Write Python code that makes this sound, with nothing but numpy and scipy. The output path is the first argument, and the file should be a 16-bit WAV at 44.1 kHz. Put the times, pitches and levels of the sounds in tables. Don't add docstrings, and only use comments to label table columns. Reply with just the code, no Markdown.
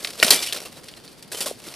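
import sys
import numpy as np
from scipy import signal
from scipy.fft import rfft, irfft
from scipy.io import wavfile
from scipy.ndimage import uniform_filter1d

SR = 44100
rng = np.random.default_rng(int(sys.argv[2]) if len(sys.argv) > 2 else 0)


def store_wav(level_fs):
    pcm = np.round(np.clip(np.atleast_2d(level_fs), -1, 1) * 32767)
    wavfile.write(sys.argv[1], SR, pcm.T.astype(np.int16))


N = 77175
TIME = np.arange(N) / SR

# f/Hz, relative level/dB
WIND_SPECTRUM = [(20, -15.5), (90, -5), (170, 0.5), (420, -3), (700, -10), (1200, -16), (4200, -19),
                 (4750, -12), (5300, -23), (15000, -45)]
# t/s, level/dB
JINGLE_ENVELOPE = [(0, -40), (.15, -45.5), (.40, -39.5), (.52, -42.5), (.72, -52), (1.0, -51.5),
                   (1.31, -57.5), (1.50, -44.5), (1.55, -49), (1.75, -46.5)]
# t/s, t60/s, bass/dB, midrange/dB, treble/dB
PLATE_CLASHES = [(.038, 0.11, -51, -48, -37), (0.049, 0.045, -38, -27, -32),
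                 (0.072, 0.029, -56, -25.5, -34.5), (0.104, 0.023, -57, -26.5, -35.5),
                 (0.187, 0.54, -44, -35, -38.5), (0.2269, 0.023, -16.5, -9.5, -10),
                 (0.232, 0.17, -27.5, -22, -23), (0.246, 0.022, -43, -17.5, -18),
                 (0.261, 0.17, -32, -26, -24), (0.276, 0.12, -26.5, -22.5, -31), (0.305, 0.039, -11, -3, 1),
                 (0.318, 0.23, -23.5, -16.5, -17.5), (0.342, 0.032, -30, -31, -15),
                 (0.423, 0.13, -39, -23, -26.5), (0.461, 0.14, -58, -27.5, -30),
                 (0.526, 0.047, -40.5, -22.5, -24.5), (.544, 0.071, -33, -29, -32),
                 (0.561, 0.12, -33.5, -30, -36), (0.602, 0.032, -36, -31.5, -36.5),
                 (0.651, 0.14, -39, -38, -41), (0.769, 0.19, -45.5, -55, -52),
                 (0.884, 0.052, -63, -34.5, -45), (1.077, 0.035, -63, -38, -54),
                 (1.2249, 0.039, -51, -38, -41.5), (1.3169, 0.21, -39, -33.5, -32),
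                 (1.343, 0.07, -36.5, -36, -42), (1.368, 0.22, -39.5, -37, -33),
                 (1.405, 0.14, -35, -29, -24.5), (1.4585, 0.16, -30.5, -29.5, -27),
                 (1.662, 0.4, -46, -45, -46), (1.739, 0.021, -54, -32.5, -41)]
# f/Hz, relative level/dB
BASS_SPECTRUM = [(40, -33.5), (120, -14.5), (220, -7), (400, 0), (620, -0.5), (850, -6.5), (1400, -7),
                 (2500, -20.5)]
# f/Hz, relative level/dB
MID_SPECTRUM = [(300, -42), (1100, -12.5), (1700, -6.5), (2400, -2), (2900, 0), (3600, 0.5), (4700, 1),
                (5600, -1.5), (6800, -12), (12000, -22.5)]
# f/Hz, relative level/dB
TREBLE_SPECTRUM = [(2500, -56.5), (5200, -2), (6200, -2.5), (8600, 2), (10500, 1.5), (12500, -4),
                   (15500, -14.5)]
# f/Hz, relative level/dB, t60/s
ARMOUR_MODES = [(3230, -1, 0.11), (4600, -19, 0.33), (4920, -7, 0.15), (4950, -2, 0.12), (6020, 0.5, 0.23)]
# t/s, level before the low cut/dB, f/Hz
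EDGE_SNAPS = [(0.047, -4, 4070), (0.0488, -1.5, 2210), (0.2, -5.5, 4030), (.2818, -2, 3700),
              (0.525, -4.5, 3430), (0.939, -22, 3100), (1.6868, -23, 4900)]
# t/s, level/dB, f/Hz, length/s
SOFT_KNOCKS = [(.196, -29.5, 490, 0.011), (0.243, -21.5, 231, 0.016), (0.306, -21, 405, 0.017),
               (1.318, -31, 1655, 0.0057), (1.458, -23.5, 593, 0.014), (1.460, -34.5, 1075, 0.027),
               (1.5105, -20, 534, 0.006), (1.675, -32.5, 310, 0.0088)]
# t/s, level/dB
SHAFT_HITS = [(.2273, 4), (.2284, 3), (.2300, 5.5)]
# f/Hz, relative level/dB, t60/s
CRACK_MODES = [(680, -12, 0.011), (1507, -9, 0.017), (1917, -14, 0.017), (2256, 3, 0.0092),
               (2785, -6, 0.027), (4940, -5.5, 0.0087)]
# t/s, level/dB
STEEL_HITS = [(.3066, 7.5)]
# f/Hz, relative level/dB, t60/s
STEEL_MODES = [(2340, -31.5, 0.42), (3216, -19.5, 0.082), (3980, -6.5, 0.023), (4322, -5, 0.032),
               (4456, -4, 0.029), (4820, -8, 0.036), (5030, -10.5, 0.033), (5920, -7.5, 0.023)]
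# t/s, level/dB
LOOSE_PLATE_HITS = [(1.4085, -25.5), (1.4605, -31)]
# f/Hz, relative level/dB, t60/s
LOOSE_PLATE_MODES = [(3440, -9.5, 0.13), (3700, -3.5, 0.06), (4560, -11, 0.052), (4795, -0.5, 0.097),
                     (5620, -4, 0.065)]
# f/Hz, phase/rad
PORT_LEAD = [(4000, 0.085), (7000, 0.66), (10000, 0.4), (13000, 0.99)]


def from_db(db):
    return 10 ** (np.asarray(db) / 20)


def rms_one(x):
    return x / np.sqrt(np.mean(x ** 2) + 1e-20)


def at_hz(points, hz):
    f, value = np.transpose(points)
    return np.interp(np.log(hz + 0.00078), np.log(f), value)


def colour(x, spectrum, size=2048):
    gain = from_db(at_hz(spectrum, np.fft.rfftfreq(size, 1 / SR)))
    cepstrum = irfft(np.log(gain))
    cepstrum[1:size // 2] *= 2
    cepstrum[size // 2 + 1:] = 0
    response = irfft(np.exp(rfft(cepstrum)))
    return signal.fftconvolve(x, response / np.linalg.norm(response))[:N]


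def low_cut(x, hz):
    return signal.sosfilt(signal.butter(2, hz, "high", fs=SR, output="sos"), x)


def flutter(depth_db, per_s):
    drift = uniform_filter1d(rng.standard_normal(N), int(SR / per_s))
    return from_db(depth_db * rms_one(drift))


def ring(x, hz, t60):
    r, w = from_db(-60 / (t60 * SR)), 2 * np.pi * hz / SR
    return signal.lfilter([0, np.sin(w)], [1, -2 * r * np.cos(w), r * r], x + 1e-18)


def ping(start, hz, t60):
    age = np.maximum(TIME - start, 0)
    return np.sin(2 * np.pi * hz * age) * from_db(-60 * age / t60)


def wind(level_db=-50, side_db=-4.5):
    mid, side = (colour(rng.standard_normal(N), WIND_SPECTRUM) for _ in range(2))
    return from_db(level_db) * (mid + from_db(side_db) * side * [[1], [-1]])


def jingle_force(bass_db=-3.5, treble_db=-2.5):
    movement = from_db(np.interp(TIME, *np.transpose(JINGLE_ENVELOPE)))
    return from_db([[bass_db], [0], [treble_db]]) * movement * flutter(depth_db=3.5, per_s=58)


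def contacts(per_s=9000, spread_db=2.5):
    sizes = from_db(spread_db * np.minimum(rng.exponential(1, N), 4))
    signs = rng.choice([-1, 1], N)
    return rms_one(sizes * signs * (rng.random(N) < per_s / SR))


def clinks(force, count=22, low_hz=1690, high_hz=6020, ring_cycles=95, level_db=-6):
    out = 0
    for hz in np.geomspace(low_hz, high_hz, count):
        t60 = ring_cycles / hz
        drive = force * contacts() * rms_one(flutter(depth_db=10, per_s=24))
        clink = ring(drive, hz, t60) / np.linalg.norm(ping(0, hz, t60))
        out = out + from_db(at_hz(MID_SPECTRUM, hz)) * clink
    return from_db(level_db) * out / np.sqrt(count)


def clash_power(attack_s=0.00093, hold_share=0.059):
    power = 0
    for start, t60, *levels_db in PLATE_CLASHES:
        age = TIME - start
        attack = np.clip(age / attack_s, 0, 1)
        decay = from_db(-60 * np.maximum(age / t60 - hold_share, 0))
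        power = power + np.outer(from_db(levels_db), attack * decay) ** 2
    return power


def armour(grind_db=-1.5, ring_db=-55):
    power = jingle_force() ** 2 + clash_power()
    stick_slip = rms_one(flutter(depth_db=2.01, per_s=400))
    bass, mid, treble = np.sqrt(power) * stick_slip
    body = colour(contacts() * bass, BASS_SPECTRUM)
    grind = from_db(grind_db) * colour(contacts() * mid, MID_SPECTRUM)
    sizzle = colour(contacts() * treble, TREBLE_SPECTRUM)
    crunch = body + grind + sizzle
    ringing = sum(from_db(ring_db + db) * ring(crunch, hz, t60) for hz, db, t60 in ARMOUR_MODES)
    return crunch + clinks(mid) + ringing


def snaps(t60=0.003):
    clicks = sum(from_db(db) * ping(start, hz, t60) for start, db, hz in EDGE_SNAPS)
    return low_cut(clicks, hz=2830)


def thuds():
    out = 0
    for start, db, hz, length in SOFT_KNOCKS:
        age = TIME - start
        swell = np.sin(np.pi * np.clip(age / length, 0, 1)) ** 2
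        out = out + from_db(db) * swell * np.sin(2 * np.pi * hz * age)
    return out


def strike(hits, modes):
    ringing = sum(from_db(hit_db + mode_db) * ping(start, hz, t60)
                  for start, hit_db in hits for hz, mode_db, t60 in modes)
    return low_cut(ringing, hz=375)


def mic_ports(x):
    half_lead = np.exp(.5j * at_hz(PORT_LEAD, np.fft.rfftfreq(2 * N, 1 / SR)))
    return irfft(rfft(x, 2 * N) * np.array([half_lead, half_lead.conj()]))[:, :N]


def clearing_echo(x, level_db=-27, t60=0.13, top_hz=4800):
    dull = signal.butter(1, top_hz, fs=SR)
    tails = signal.lfilter(*dull, rng.standard_normal((2, N))) * from_db(-60 * TIME / t60)
    echoes = [signal.fftconvolve(x, tail / np.linalg.norm(tail))[:N] for tail in tails]
    return from_db(level_db) * np.array(echoes)


def scene():
    crack = strike(SHAFT_HITS, CRACK_MODES)
    crash = strike(STEEL_HITS, STEEL_MODES)
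    clanks = strike(LOOSE_PLATE_HITS, LOOSE_PLATE_MODES)
    fight = armour() + snaps() + thuds() + crack + crash + clanks
    return mic_ports(fight) + clearing_echo(fight) + wind()


def record(dry):
    ceiling, cutoff_hz = 0.74, 15800
    saturated = ceiling * np.tanh(dry / ceiling)
    return signal.sosfilt(signal.cheby2(16, 60, cutoff_hz, fs=SR, output="sos"), saturated)


dry = scene()
out = record(dry)
store_wav(out)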